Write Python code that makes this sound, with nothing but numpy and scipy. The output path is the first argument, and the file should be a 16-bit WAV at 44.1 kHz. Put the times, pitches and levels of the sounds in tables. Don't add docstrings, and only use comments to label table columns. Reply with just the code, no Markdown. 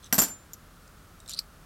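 import sys
import numpy as np
from scipy import signal
from scipy.fft import rfft, irfft
from scipy.io import wavfile

SR = 44100
rng = np.random.default_rng(int(sys.argv[2]) if len(sys.argv) > 2 else 0)


def store_pcm(level_fs):
    pcm = np.round(np.clip(level_fs, -1, 1) * 32767).astype(np.int16)
    wavfile.write(sys.argv[1], SR, np.atleast_2d(pcm).T)


N = 72765
T = np.arange(N) / SR


def undb(db):
    return 10 ** (np.asarray(db) / 20)


def fade(t60_s):
    return np.exp(-np.log(1000) * T / t60_s)


def add(out, time_s, x):
    start = int(time_s * SR)
    out[start:] += x[:N - start]


def colour(x, spectrum):
    hz, db = np.array(spectrum).T
    bins_hz = np.maximum(np.fft.rfftfreq(2 * N, 1 / SR), 1)
    gain = undb(np.interp(np.log(bins_hz), np.log(hz), db))
    gain /= np.sqrt(np.mean(gain ** 2))
    cepstrum = irfft(np.log(gain))[:N]
    cepstrum[1:] *= 2
    return irfft(rfft(x, 2 * N) * np.exp(rfft(cepstrum, 2 * N)))[:N]


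def ring(modes, detune=0):
    out = np.zeros(N)
    for hz, db, t60_s in modes:
        pitch_hz = hz * (1 + detune * rng.standard_normal())
        out += undb(db) * fade(t60_s) * np.sin(2 * np.pi * (pitch_hz * T + rng.random()))
    return out


def burst(t60_s, tail_db, tail_t60_s):
    return rng.standard_normal(N) * (fade(t60_s) + undb(tail_db) * fade(tail_t60_s))


def resonate(x, hz, width_hz=1040):
    carrier = np.exp(2j * np.pi * np.cumsum(hz) / SR)
    baseband = signal.lfilter(*signal.butter(2, width_hz / 2, fs=SR), x / carrier)
    band = (carrier * baseband).real
    return band / band.std()


# (frequency [Hz], density [dB])
AIR_SPECTRUM = [(20, -3), (30, -1.5), (40, 6), (52, -2.5), (86, -1), (120, -8.5), (158, -2), (190, -8),
                (250, -10.5), (400, -16), (600, -16), (950, -19.5), (1300, -12), (1600, -18), (2200, -24.5),
                (13500, -31), (16000, -33)]


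def air(level_db=-52):
    return undb(level_db) * colour(rng.standard_normal(N), AIR_SPECTRUM)


def room(x, wet_db=-14, t60_s=0.08, delay_s=0.0023):
    tail = rng.standard_normal(N) * fade(t60_s) * (T > delay_s)
    return x + undb(wet_db) * signal.fftconvolve(x, tail / np.linalg.norm(tail))[:N]


# (frequency [Hz], density [dB])
CONTACT_SPECTRUM = [(1200, -24), (2100, -17.5), (2600, -6), (4000, -2), (5600, 7), (6600, -1), (8600, -6),
                    (9500, -4.5), (11000, -2.5), (12700, -13.5), (13600, -15), (16000, -22)]
# (time [s], length [s], level [dB], start pitch [Hz], end pitch [Hz], overtone [dB], hiss [dB])
SLIDE_STROKES = [(0.024, 0.057, -56, 3960, 3700, -7, -2.5), (1.286, 0.041, -51, 4060, 3640, -18, 5.5),
                 (1.319, 0.037, -44.5, 3900, 4530, -15, -12), (1.36, 0.013, -48.5, 4530, 4300, -18, -14),
                 (1.369, 0.019, -41, 4620, 4300, -12, -13)]


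def slides(ridges_per_s=8400, overtone_ratio=2.05):
    out = np.zeros(N)
    for time_s, length_s, db, start_hz, end_hz, overtone_db, hiss_db in SLIDE_STROKES:
        clicks = rng.standard_normal(N) * (rng.random(N) < ridges_per_s / SR)
        progress = np.minimum(T / length_s, 1)
        hz = start_hz + (end_hz - start_hz) * progress
        body = resonate(clicks, hz) + undb(overtone_db) * resonate(clicks, hz * overtone_ratio)
        hiss = undb(hiss_db) * colour(clicks / clicks.std(), CONTACT_SPECTRUM)
        pressure = np.sqrt(np.abs(np.sin(np.pi * progress)))
        add(out, time_s, undb(db) * pressure * (body + hiss))
    return out


# (time [s], length [s], level [dB], pitch [Hz])
FLAT_CLAPS = [(1.339, 0.0024, -23.5, 4230), (1.3894, 0.0023, -16, 4820), (1.391, 0.00354, -19.5, 4360)]


def claps(pitch_fall=0.094):
    out = np.zeros(N)
    for time_s, length_s, db, hz in FLAT_CLAPS:
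        progress = np.minimum(T / length_s, 1)
        chirp_hz = hz * (1 - pitch_fall * (progress - 0.5))
        phase = 2 * np.pi * np.cumsum(chirp_hz) / SR
        add(out, time_s, undb(db) * np.sin(np.pi * progress) ** 2 * np.sin(phase))
    return out


# (frequency [Hz], level [dB], share of contact t60 [ratio])
HELD_MID_MODES = [(7350, -3, 0.66), (8150, 1.5, 0.54), (9920, -19.5, 0.36)]
# (time [s], level [dB], pitch [Hz], middle modes [dB], top mode [dB], tick [dB], t60 [s])
HELD_CONTACTS = [(0.0435, -35, 6230, -10, -26, -15, 0.011), (0.06, -49.5, 6060, -8, -14, -0.5, 0.053),
                 (0.1276, -17, 6070, -21, -10, -6, 0.02), (0.1256, -30, 4520, -23, -21, -22, 0.066),
                 (0.5334, -31, 7080, -26, -5.5, -20, .024), (0.5332, -38.5, 6440, -24, -4.5, -11, 0.019),
                 (0.5375, -44.5, 5970, -8.5, 9, -5, 0.055), (.877, -56.5, 4670, 7, -10, 4.5, 0.023),
                 (1.2021, -49, 3820, 4.5, -12, -2, 0.023), (1.2609, -45.5, 3700, -13, -16, -5, 0.019),
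                 (1.278, -41, 4140, 3.5, -16, -2, 0.021), (1.2866, -40.5, 3980, -1, -13, 0.5, 0.023),
                 (1.2947, -30.5, 7130, -1, -5, 0.5, 0.013), (1.3017, -34.5, 7040, -19, -20, -13, 0.034),
                 (1.308, -31.5, 7320, -10, -14, -5, 0.014), (1.3152, -36, 5700, -11, -18, 3, 0.019),
                 (1.335, -35, 4330, 1, -23, 5, 0.013), (1.3462, -30, 4090, -7, -26, -7, 0.013),
                 (1.3909, -20.5, 5480, 4, -10, -18, 0.0062), (1.3896, -30, 2460, -14, -13, 5, 0.007),
                 (1.394, -41, 4600, -8, 0, 1, 0.04)]


def touches(rise_s=0.00041, top_hz=12400, top_t60_s=0.021, tick_t60_share=0.79, grip_detune=0.0068):
    rings, ticks = np.zeros((2, N))
    rise = np.minimum(T / rise_s, 1)
    for time_s, db, hz, mid_db, top_db, tick_db, t60_s in HELD_CONTACTS:
        upper_modes = [(top_hz, top_db, top_t60_s)]
        for mode_hz, mode_db, share in HELD_MID_MODES:
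            upper_modes.append((mode_hz, mode_db + mid_db, share * t60_s))
        tone = ring([(hz, 0, t60_s)]) + ring(upper_modes, grip_detune)
        tick = rng.standard_normal(N) * fade(tick_t60_share * t60_s)
        add(rings, time_s, undb(db) * rise * tone)
        add(ticks, time_s, undb(db + tick_db) * rise * tick)
    return rings + colour(ticks, CONTACT_SPECTRUM)


# (frequency [Hz], level [dB], t60 [s])
WOOD_MODES = [(178, -7.5, 0.12), (216, 4.5, 0.068), (267.5, -1, 0.19), (478, -13.5, 0.14), (671, -6, 0.12),
              (768, -2, 0.064), (883, -10.5, 0.18), (1108, -9, 0.13), (1440, 3, 0.05), (1574, -0.5, .055)]
# (time [s], level [dB])
LANDINGS = [(0.1265, -27.5), (0.1823, -27.5), (0.2229, -36), (.302, -50.5)]


def table():
    out = np.zeros(N)
    for time_s, db in LANDINGS:
        add(out, time_s, undb(db) * ring(WOOD_MODES))
    return out


# (time [s], level [dB])
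BOUNCES = [(0.197, -28), (.236, -25), (0.28, -29.5)]


def top_coin(hz=7208, t60_s=0.24, waver_db=4.5, waver_per_s=28):
    envelope = np.zeros(N)
    for time_s, db in BOUNCES:
        blow = np.zeros(N)
        add(blow, time_s, undb(db) * fade(t60_s))
        envelope = np.maximum(envelope, blow)
    wobble = np.interp(T * waver_per_s, np.arange(N), rng.standard_normal(N))
    return envelope * undb(waver_db * wobble) * np.sin(2 * np.pi * hz * T)


# (frequency [Hz], level [dB], t60 [s])
PILE_LOW_MODES = [(7110, -4, 0.039), (7170, -2, 0.069), (7370, -1.5, 0.058), (7510, -12, 0.11)]
PILE_HIGH_MODES = [(12110, -0.5, 0.085), (12240, 0, 0.13), (12440, -5, 0.092), (12680, -8, .04)]
# (frequency [Hz], density [dB])
CLATTER_SPECTRUM = [(1000, -6), (2150, -12.5), (2900, -7), (3950, -9), (4500, -3), (6000, 0.5),
                    (6700, -4.5), (8300, 1), (9500, -6), (11000, -5.5), (12600, -8.5), (13600, -6.5),
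                    (16000, -20)]
THUD_SPECTRUM = [(60, -39), (135, -26.5), (185, -1.5), (270, -0.5), (340, -7), (750, -6.5), (1600, -8.5),
                 (2100, -12.5), (5000, -27.5)]
# (time [s], clatter [dB], low ring [dB], high ring [dB], thud [dB])
PILE_BLOWS = [(0.1261, -21, -41, -20.5, -24.5), (.134, -39, -24, -44, -31.5), (.143, -27, -35, -27, -36),
              (.181, -25, -29, -24.5, -28.5), (0.1855, -18.5, -30, -22.5, -30),
              (0.1901, -23, -13.5, -28.5, -29), (.198, -27.5, -14, -22, -29.5),
              (0.2164, -26, -41, -25.5, -29), (0.2223, -25, -26.5, -31, -33),
              (0.235, -30.5, -31, -47, -35.5), (0.249, -36, -37, -50, -45), (0.264, -51, -38, -57, -49),
              (0.2843, -41.5, -44, -49, -64), (.319, -62, -56, -71, -58)]


def pile(contact_detune=0.002):
    clatter, thud, rings = np.zeros((3, N))
    for time_s, clatter_db, low_db, high_db, thud_db in PILE_BLOWS:
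        add(clatter, time_s, undb(clatter_db) * burst(t60_s=0.019, tail_db=-8, tail_t60_s=0.2))
        add(thud, time_s, undb(thud_db) * burst(t60_s=0.028, tail_db=-12, tail_t60_s=0.32))
        add(rings, time_s, undb(low_db) * ring(PILE_LOW_MODES, contact_detune))
        add(rings, time_s, undb(high_db) * ring(PILE_HIGH_MODES, contact_detune))
    return colour(clatter, CLATTER_SPECTRUM) + colour(thud, THUD_SPECTRUM) + rings


def scene():
    contacts = pile() + table() + touches() + slides() + claps()
    return (room(contacts) + top_coin() + air())[None]


def record(dry, low_hz=26.8, top_hz=16000):
    highpass = signal.butter(4, low_hz, "high", fs=SR, output="sos")
    lowpass = signal.ellip(10, 0.2, 80, top_hz, fs=SR, output="sos")
    return signal.sosfilt(lowpass, signal.sosfilt(highpass, dry))


dry = scene()
out = record(dry)
store_pcm(out)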